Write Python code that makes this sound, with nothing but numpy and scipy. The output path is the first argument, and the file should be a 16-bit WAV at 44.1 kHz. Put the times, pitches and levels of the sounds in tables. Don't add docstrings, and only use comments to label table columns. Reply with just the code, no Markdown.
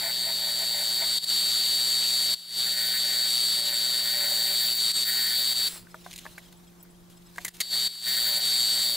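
import sys
import numpy as np
from scipy import signal
from scipy.fft import rfft, irfft
from scipy.io import wavfile
from scipy.ndimage import uniform_filter1d, map_coordinates

SR = 44100
rng = np.random.default_rng(int(sys.argv[2]) if len(sys.argv) > 2 else 0)


def how_loud(loudness_db):
    steps = np.asarray(loudness_db, float) / 20
    return 10 ** steps


def unload_wav(signal):
    wavfile.write(
        sys.argv[1],
        SR,
        np.round(np.clip(np.atleast_2d(signal).T, -1, 1) * 32767).astype(np.int16),
    )


N = 395117
TIME = np.arange(N) / SR
STOP_S, START_S = 5.686, 7.612
TURN_HZ = 116.8
FULL_BITE_DB = -39.5


def evened(x):
    return x / np.sqrt(np.mean(x ** 2) + 1e-20)


def read(points, hz):
    f, value = np.transpose(points)
    return np.interp(np.log(hz + 1), np.log(f + 1), value)


def follow(rows):
    return np.interp(TIME, *np.transpose(rows))


def wander(top_hz):
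    steps = rng.standard_normal(int(N / SR * top_hz * 2) + 3)
    return evened(map_coordinates(steps, [TIME * top_hz * 2], order=3))


def colour(x, gain):
    hz = np.fft.rfftfreq(x.shape[-1], 1 / SR)
    return irfft(rfft(x) * gain(hz), x.shape[-1])


def noise(spectrum, patchy_db, same=((0, 1), (SR, 1))):
    hz = np.fft.rfftfreq(1024, 1 / SR)
    a, b, c, d, patches = rng.standard_normal((N // 256 + 5, 513, 5)).T
    patches = uniform_filter1d(patches, size=14, axis=0)
    patches = evened(uniform_filter1d(patches, size=8, axis=1))
    like = np.clip(read(same, hz), -1, 1)[:, None]
    left = a + 1j * b
    right = like * left + np.sqrt(1 - like ** 2) * (c + 1j * d)
    z = np.array([left, right])
    z *= how_loud(read(spectrum, hz)[:, None] + patchy_db * patches)
    return evened(signal.istft(z, nperseg=1024, noverlap=768)[1][:, :N])


def ring(x, modes, order=1):
    hz = np.fft.rfftfreq(len(x), 1 / SR)
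    shape = sum(how_loud(db) / (1 + 2j * (hz - f) / width) ** order for f, width, db in modes)
    return irfft(rfft(x) * shape, len(x))


def spin():
    # time in seconds, frequency in Hz.
    mesh = [(0, 4519), (1.1, 4517), (1.7, 4520), (2.3, 4524), (2.8, 4520), (5, 4521), (5.7, 4523),
            (7.6, 4521), (7.9, 4518), (8.96, 4517)]
    reference_hz = 4521
    return np.cumsum(follow(mesh) / reference_hz + .0001 * wander(top_hz=2)) / SR


def whine(run_s, level_db):
    # frequency in Hz at reference speed, level in dB re whine, start phase in turns.
    gears_hz = [764, 3697, 3821, 3945, 4397, 4490, 4521, 4552, 4645, 4769, 4893, 7642, 8342, 11463, 12163]
    gears_db = [-36, -22, -11, -22, -14.5, -24, -2.5, -24, -14, -20, -26, -24.5, -23.5, -31, -21]
    gears_turn = [0, 0, 0, 0, .35, .5, 0, 0, 0, 0, 0, 0, 0, 0, 0]
    # frequency in Hz, level in dB re whine.
    spindle_hz = [3122, 4059, 4285, 4404, 5222, 5922, 7203, 7321, 7434, 8021, 8224, 8457, 8721, 10180,
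                  12742]
    spindle_db = [-40, -22, -15.5, -15.5, -30.5, -32.5, -28, -29.5, -34, -28, -19, -33, -30, -28, -32]
    # frequency in Hz, relative level in dB per Hz.
    rush_colour = [(200, -25.5), (600, -19), (1100, -20), (2100, -12.5), (2550, -16.5), (3000, -7.5),
                   (3700, 0.5), (4100, -3.5), (4550, -1.5), (5000, -11.5), (6300, -15), (7500, -3.5),
                   (7950, -8.5), (8300, -5.5), (9100, -14.5), (10250, -7.5), (11100, -14), (11700, -16),
                   (12200, -11.5), (12600, -17), (13250, -9.5), (13900, -17), (16000, -15)]
    # frequency in Hz, level in dB.
    hum_running = [(401.7, -66.5), (254, -72), (529, -68.5)]

    tones = np.zeros(N)
    for hz, db, start in zip(gears_hz, gears_db, gears_turn):
        gain = how_loud(db + 0.41 * wander(top_hz=25.65))
        tones += gain * np.sin(2 * np.pi * (hz * run_s + start))
    wobble = 1.0 * wander(top_hz=6)
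    for hz, db in zip(spindle_hz, spindle_db):
        gain = how_loud(db + 2.56 * wander(top_hz=12))
        tones += gain * np.sin(2 * np.pi * hz * run_s - wobble + 0.99 * wander(top_hz=6))

    throb = 1 + 0.26 * np.cos(2 * np.pi * TURN_HZ * run_s + wobble)
    ticks = np.diff(np.floor(TURN_HZ * run_s + 0.015 * wander(top_hz=10)), prepend=0)
    ticks = evened(colour(ticks, lambda hz: how_loud(read(rush_colour, hz)) / (1 + 1j * (hz / 2600) ** 3)))
    rush = how_loud(-5.5) * throb * noise(rush_colour, patchy_db=1.5)[0] + how_loud(-23.5) * ticks
    hum_on = sum(how_loud(db) * np.sin(2 * np.pi * (hz * TIME + rng.random())) for hz, db in hum_running)
    return how_loud(level_db) * (np.sqrt(2) * tones + rush) + np.sqrt(2) * hum_on


def bite():
    # time of full depth in seconds, hold in seconds, then the levels in dB
    cuts = [(0, 1.13, -53, -56, -48), (.03, 0.076, -42, -53, -40), (.28, .025, -44.5, -51, -45),
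            (.43, .01, -50.5, -51, -50), (.49, 0.012, -47, -48, -45), (.61, 0.029, -47, -48, -45),
            (.74, .09, -49, -49, -44), (.96, .02, -52, -54, -44), (1.03, 0.0071, -40, -46, -46),
            (1.4, .9, -55, -60, -54), (2.66, 0.022, -43.5, -53, -40), (2.75, .16, -42, -55, -39.5),
            (2.94, .03, -38, -60, -37), (3.03, .25, -45.5, -55, -47), (3.13, 0.033, -43, -53, -43),
            (3.58, 0.13, -49, -49.5, -50), (3.71, .03, -42, -48, -38), (3.78, .25, -47.5, -53.5, -45),
            (4.06, 0.053, -42, -55, -38), (4.14, 0.11, -41.5, -46.5, -41), (4.24, 0.042, -41, -46.5, -38),
            (4.3, 0.052, -46, -45.5, -38), (4.39, .16, -45, -49.5, -37.5), (4.6, 0.074, -45.5, -54, -34.5),
            (4.75, .025, -49, -66, -32), (5.07, 0.032, -38, -56, -32), (5.13, .22, -40.5, -73, -37.5),
            (5.38, 0.056, -47, -56, -36), (5.48, 0.062, -50, -62, -38), (5.6, .08, -51, -66, -41.5),
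            (7.74, 0.027, -50, -61, -45), (8.07, 0.12, -41.5, -66, -38), (8.21, .03, -47, -54, -36.5),
            (8.27, .02, -39, -52, -34), (8.32, 0.02, -42, -45.5, -37), (8.39, 0.0093, -41, -44, -32),
            (8.46, 0.04, -50, -53, -52), (8.74, 0.057, -49, -54, -48), (8.859, .1, -62, -53, -40)]
    # chatter, drumming and hiss in dB.
    graze_db = [-57, -63, -54]
    feed_s, lift_s = 0.065, 0.037
    power = how_loud(np.array(graze_db))[:, None] ** 2 * np.ones(N)
    for s, held, *levels_db in cuts:
        shape = np.interp(TIME - s, [-feed_s, 0, held, held + lift_s], [0, 1, 1, 0]) ** 2
        power += (how_loud(np.array(levels_db))[:, None] * shape) ** 2
    return np.sqrt(power)


def cut(run_s, chatter, drumming, hiss):
    # frequency in Hz, width in Hz,
    # relative level in dB.
    blank = [(588, 57, -2.5), (775, 94, -8), (848, 225, -10.5)]
    tool = [(1510, 145, -4.5), (1758, 165, -2), (1868, 67, 1.5), (2086, 200, -4), (2280, 140, -6.5)]
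    shaving = [(10360, 620, -8), (13200, 390, -2), (14950, 730, -1.5)]
    groan_modes = [(663.4, 24, -4.5), (873, 160, -17), (2150, 540, -20.5)]
    turns = TURN_HZ * run_s + .012 * wander(top_hz=10)
    bites = np.diff(np.floor(turns), prepend=0) * how_loud(1.9 * rng.standard_normal(N))
    bites = evened(bites)
    tear = evened((0.47 + np.exp(-(turns % 1) / 0.11)) * rng.standard_normal(N))
    chip_gain = how_loud(3.6 * np.minimum(rng.exponential(1, N), 4))
    chips = chip_gain * (rng.random(N) < 1500 / SR) * rng.choice([-1, 1], N)
    groan = (TIME < 1.1) * how_loud(FULL_BITE_DB + 0.5) * (chatter / how_loud(FULL_BITE_DB)) ** 1.45
    return (drumming * evened(ring(1.3 * bites + tear, blank, order=2))
            + groan * evened(ring(tear, groan_modes, order=2))
            + chatter * evened(ring(1.22 * bites + tear, tool, order=2))
            + hiss * evened(ring(tear + 1.1 * evened(chips), shaving, order=2)))


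def lathe():
    # time in seconds, level in dB.
    free_whine = [(0, -28.5), (.6, -27.5), (1.0, -26.5), (1.3, -24.5), (2.3, -24.5), (2.7, -26),
                  (3.35, -24.5), (3.9, -25.5), (4.8, -24.5), (5.68, -25), (7.7, -26), (8.5, -24),
                  (8.83, -24), (8.96, -27.5)]
    before_stop = np.clip((STOP_S - TIME) / 0.0094 + .5, 0, 1)
    after_start = np.clip((TIME - START_S) / 0.0021, 0, 1)
    run_s, gains = spin(), bite()
    load_db = 2 * np.tanh(gains[0] / how_loud(FULL_BITE_DB))
    level_db = follow(free_whine) - load_db
    return (before_stop + after_start) * (whine(run_s, level_db) + cut(run_s, *gains))


def hum():
    # frequency in Hz, level in dB.
    hum_tones = [(123, -72), (175, -56), (186.4, -71), (350, -64)]
    lead = np.array([[.04], [-.04]])
    out = np.zeros((2, N))
    for hz, db in hum_tones:
        gain = how_loud(db + 0.2 * wander(top_hz=6.4)) * np.sqrt(2)
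        out += gain * np.sin(2 * np.pi * (hz * TIME + rng.random() + lead))
    return out


def room_air():
    # frequency in Hz, relative level in dB per Hz.
    air_colour = [(15, -12), (30, 11.5), (65, 5), (110, 1.5), (300, 0.5), (500, -4), (1000, -5),
                  (2500, -15.5), (5000, -15.5), (9000, -17), (16000, -18)]
    # frequency in Hz, left-right likeness from 0 to 1.
    air_same = [(25, 0), (70, 0), (150, 0.8), (350, 0.3), (700, 0), (3000, 0.3), (15000, 0.3)]
    # frequency in Hz, left minus right in dB.
    air_lean = [(20, 3), (80, -7.5), (160, -1.5), (16000, 2)]
    side = np.array([[.5], [-.5]])
    air = noise(air_colour, patchy_db=1.5, same=air_same)
    return how_loud(-56.5) * colour(air, lambda hz: how_loud(side * read(air_lean, hz)))


def walls(x, t60=0.051):
    taps = np.zeros((2, 8000))
    at = np.arange(100, 7980, 20) + rng.integers(0, 20, (2, 394))
    np.put_along_axis(taps, at, rng.choice([-1., 1.], at.shape), 1)
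    taps *= how_loud(-60 * np.arange(8000) / SR / t60)
    return signal.fftconvolve(x[None], taps / np.linalg.norm(taps[0]), axes=1)[:, :N]


def dips():
    # start in seconds, depth in dB, hold in seconds, climb in seconds (both nominal).
    dip_rows = [(1.187, 13, 0.029, 0.03), (1.248, 12.5, 0.0054, 0.043), (2.347, 17.5, .13, 0.11),
                (2.742, 3.5, 0.01, 0.031), (3.605, 2.5, 0.035, .02), (3.70, 2.5, 0.017, 0.025),
                (4.006, 1.5, 0.025, .03), (4.737, 4, 0.029, 0.045), (4.921, 10, .003, 0.037),
                (5.041, 5.5, .003, 0.044), (5.534, 7, 0.0022, 0.036), (7.495, 12, 0.025, 0.029),
                (7.619, 12, 0.069, 0.044), (7.88, 14, .13, .07), (8.385, 5.5, .003, 0.052)]
    depth = np.zeros(N)
    for s, depth_db, held, climb in dip_rows:
        corners = [-.003, .003, 0.00066 + held, 0.0013 + held + climb]
        depth += depth_db * np.interp(TIME - s, corners, [0, 1, 1, 0])
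    return depth


def run_down():
    # frequency in Hz, relative level in dB per Hz.
    coast_colour = [(180, -38), (300, -8), (645, -12), (842, -12), (2570, -9), (4370, -3), (6740, -13),
                    (7570, -3), (10600, -11), (11500, -13), (16000, -9)]
    # frequency in Hz, width in Hz, relative level in dB.
    casing = [(4300, 300, -14), (7600, 150, -3), (10250, 120, 1), (15000, 500, -9)]
    after = np.clip(TIME - STOP_S, 0, 1)
    coast_db = -37 - 49 * after - 260 * np.maximum(after - 0.087, 0)
    singing = evened(ring(rng.standard_normal(N), casing, order=2))
    coast = noise(coast_colour, patchy_db=2.0)[0] + .5 * singing
    return (TIME > STOP_S - .01) * how_loud(coast_db) * evened(coast)


def rustle():
    # time in seconds, level in dB before the flutter.
    brushing = [(5.86, -63), (6.038, -53.5), (6.204, -52.5), (6.266, -52), (6.556, -64.5), (6.92, -72),
                (7.134, -72), (7.43, -51.5), (7.6, -54.5)]
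    # frequency in Hz, relative level in dB per Hz.
    cloth = [(600, -9), (1500, -6.5), (2400, -3), (3700, 2), (5000, -2.5), (8500, -5.5), (12000, -7),
             (16000, -10)]
    idle = np.clip((TIME - STOP_S) / 0.14, 0, 1) * (TIME < START_S)
    level = how_loud(follow(brushing) + 2.0 * wander(top_hz=40.0))
    return idle * level * noise(cloth, patchy_db=2.5, same=((0, .8), (SR, .8)))


def knocks():
    # time in seconds, level in dB, lift of the modes below 1300 Hz in dB.
    blows = [(5.758, -32, 7), (5.869, -37.5, -7), (5.943, -23, 5), (6.062, -23.5, 8), (6.253, -25, 8),
             (6.263, -23, 1.5), (6.378, -28, -2), (6.526, -51, -12), (6.85, -46, 0), (7.359, -39, -6),
             (7.381, -16.5, -1)]
    # frequency in Hz before detuning, relative level in dB, time to fall 60 dB in seconds.
    bench = [(612, -22, 0.19), (738, -8.5, 0.081), (960, -2, 0.031), (1230, 3, 0.018), (1620, 8.5, 0.019),
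             (2020, -5, 0.038)]
    out, t = np.zeros(N), np.arange(4000) / SR
    detune = rng.uniform(0.82, 1.05, (len(blows), len(bench)))
    for (s, level_db, low_db), factors in zip(blows, detune):
        body = np.zeros(len(t))
        for (hz, db, t60), factor in zip(bench, factors):
            decay = how_loud(db + low_db * (hz < 1300) - 60 * t / t60)
            body += decay * np.sin(2 * np.pi * hz * factor * t)
        crack = how_loud(-26 - 60 * t / 0.035) * rng.standard_normal(len(t))
        blow = np.minimum(t / 0.00056, 1) * (body / abs(body).max() + crack)
        out[round((s + .001) * SR):][:len(t)] += how_loud(level_db) * blow
    return out


def peeps():
    # start in seconds, upper partials in dB, lower partial in dB (before a smooth swell).
    peep_rows = [(5.899, -57, -73), (6.445, -59, -61), (6.562, -61, -75), (6.665, -60, -64),
                 (6.795, -58, -71), (6.895, -60, -75), (6.935, -80, -68), (7.11, -80, -64),
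                 (7.16, -59, -68), (7.255, -58, -75)]
    # frequency in Hz, relative level in dB.
    partials = [(5150, -2), (7750, 0), (10250, -6)]
    out, t = np.zeros(N), np.arange(1300) / SR
    for s, high_db, low_db in peep_rows:
        high_modes = [(hz, 70, db) for hz, db in partials]
        high = evened(ring(rng.standard_normal(len(t)), high_modes, order=2))
        low = evened(ring(rng.standard_normal(len(t)), [(3250, 90, 0)], order=2))
        note = (how_loud(high_db) * high + how_loud(low_db) * low) * np.hanning(len(t))
        out[round(s * SR):][:len(t)] += note
    return out


def clinks():
    # start in seconds, level in dB, length in seconds (at least 1 ms is used),
    # tilt in dB per octave, bar peak in dB.
    clink_rows = [(6.111, -37, 0.0022, -5, -62), (6.115, -41, .003, -5, -60), (6.122, -43, .002, -2, -60),
                  (6.129, -39, 0.0045, -3, -60), (6.137, -36.5, 0.003, -3, -62),
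                  (6.16, -36.5, 0.0054, -1, -60), (6.168, -43, .0015, 0, -60), (6.178, -40, 0.0057, 0, -62),
                  (6.187, -35, 0.0025, -4, -62), (6.19, -38, 0.0043, -2, -62), (6.38, -47, 0.01, 0, -33),
                  (6.525, -49.5, .006, -2, -52), (6.827, -43.5, 0.011, 19, -70),
                  (7.098, -57.5, 0.045, 0, -70), (7.359, -47, .006, 0, -50), (7.374, -46, .004, 3, -60),
                  (7.382, -41, 0.0067, -6, -31), (7.448, -26, 0.0074, 2.5, -24.5),
                  (7.459, -39, 0.013, 4, -32), (7.48, -33, 0.0096, -0.5, -34), (7.538, -48, 0.022, 1, -60),
                  (7.567, -46, .006, 1, -60), (7.595, -48, .002, 0, -60),
                  (7.603, -23.5, 0.022, -1.5, -25.5)]
    # frequency in Hz, width in Hz, relative level in dB.
    steel = [(2920, 390, -11), (3800, 1400, -1), (5070, 1700, -10), (6900, 1100, 1), (8300, 200, -2),
             (9600, 1700, -3.5), (13000, 650, -4)]
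    out, t = np.zeros(N), np.arange(4096) / SR
    for s, level_db, length, tilt_db, bar_db in clink_rows:
        shape = np.minimum(t / .0005, 1) * np.exp(-(t / max(length, .001)) ** 2)
        grit = shape * rng.standard_normal(len(t))
        bar = ring(grit, [(2070, 210, 0)])
        grit = colour(ring(grit, steel),
                      lambda hz: how_loud(tilt_db * np.log2(hz / 5000 + .01)) / (1 + (2000 / (hz + 1)) ** 8))
        grit *= np.linalg.norm(shape) / np.linalg.norm(grit)
        out[round(s * SR):][:len(t)] += how_loud(level_db) * grit + how_loud(bar_db) * bar / abs(bar).max()
    return out


def scene():
    # frequency in Hz, difference in dB.
    lean = [(60, -4.0), (99, -4.0), (160, -0.5), (270, 0.0), (450, 0.0), (740, 1.0), (1220, 0.0),
            (2010, 0.0), (3330, 1.5), (5500, 1.5), (9080, 0.0), (15000, 1.0)]
    # frequency in Hz, lead in radians.
    lead = [(0, 0.3), (3360, -0.41), (3790, -0.34), (5000, -0.17), (9220, 0.31), (11500, -0.04),
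            (12100, -0.2), (12700, -0.1), (13300, -0.3), (14000, -0.0), (16400, -0.1)]
    # frequency in Hz, level in dB.
    wall = [(200, -6.5), (600, -12), (900, -26), (1200, -20), (2500, -47), (4500, -50), (8000, -34),
            (12500, -8.5), (16000, -17)]
    near = lathe() + run_down() + knocks() + peeps() + clinks()
    side = np.array([[.5], [-.5]])
    direct = colour(near[None], lambda hz: how_loud(side * read(lean, hz)) * np.exp(1j * side * read(lead, hz)))
    reflected = colour(walls(near), lambda hz: how_loud(read(wall, hz)))
    workshop = hum() + room_air() + rustle()
    depth_db = dips()
    return (direct + reflected) * how_loud(-depth_db) + workshop * how_loud(-.65 * depth_db)


def band_limit(x):
    return signal.sosfilt(signal.butter(12, 16830, fs=SR, output="sos"), x)


def record(dry):
    mix = colour(dry, lambda hz: np.clip((15790 - hz) / 60, 0, 1))
    return band_limit(mix)


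dry = scene()
out = record(dry)
unload_wav(out)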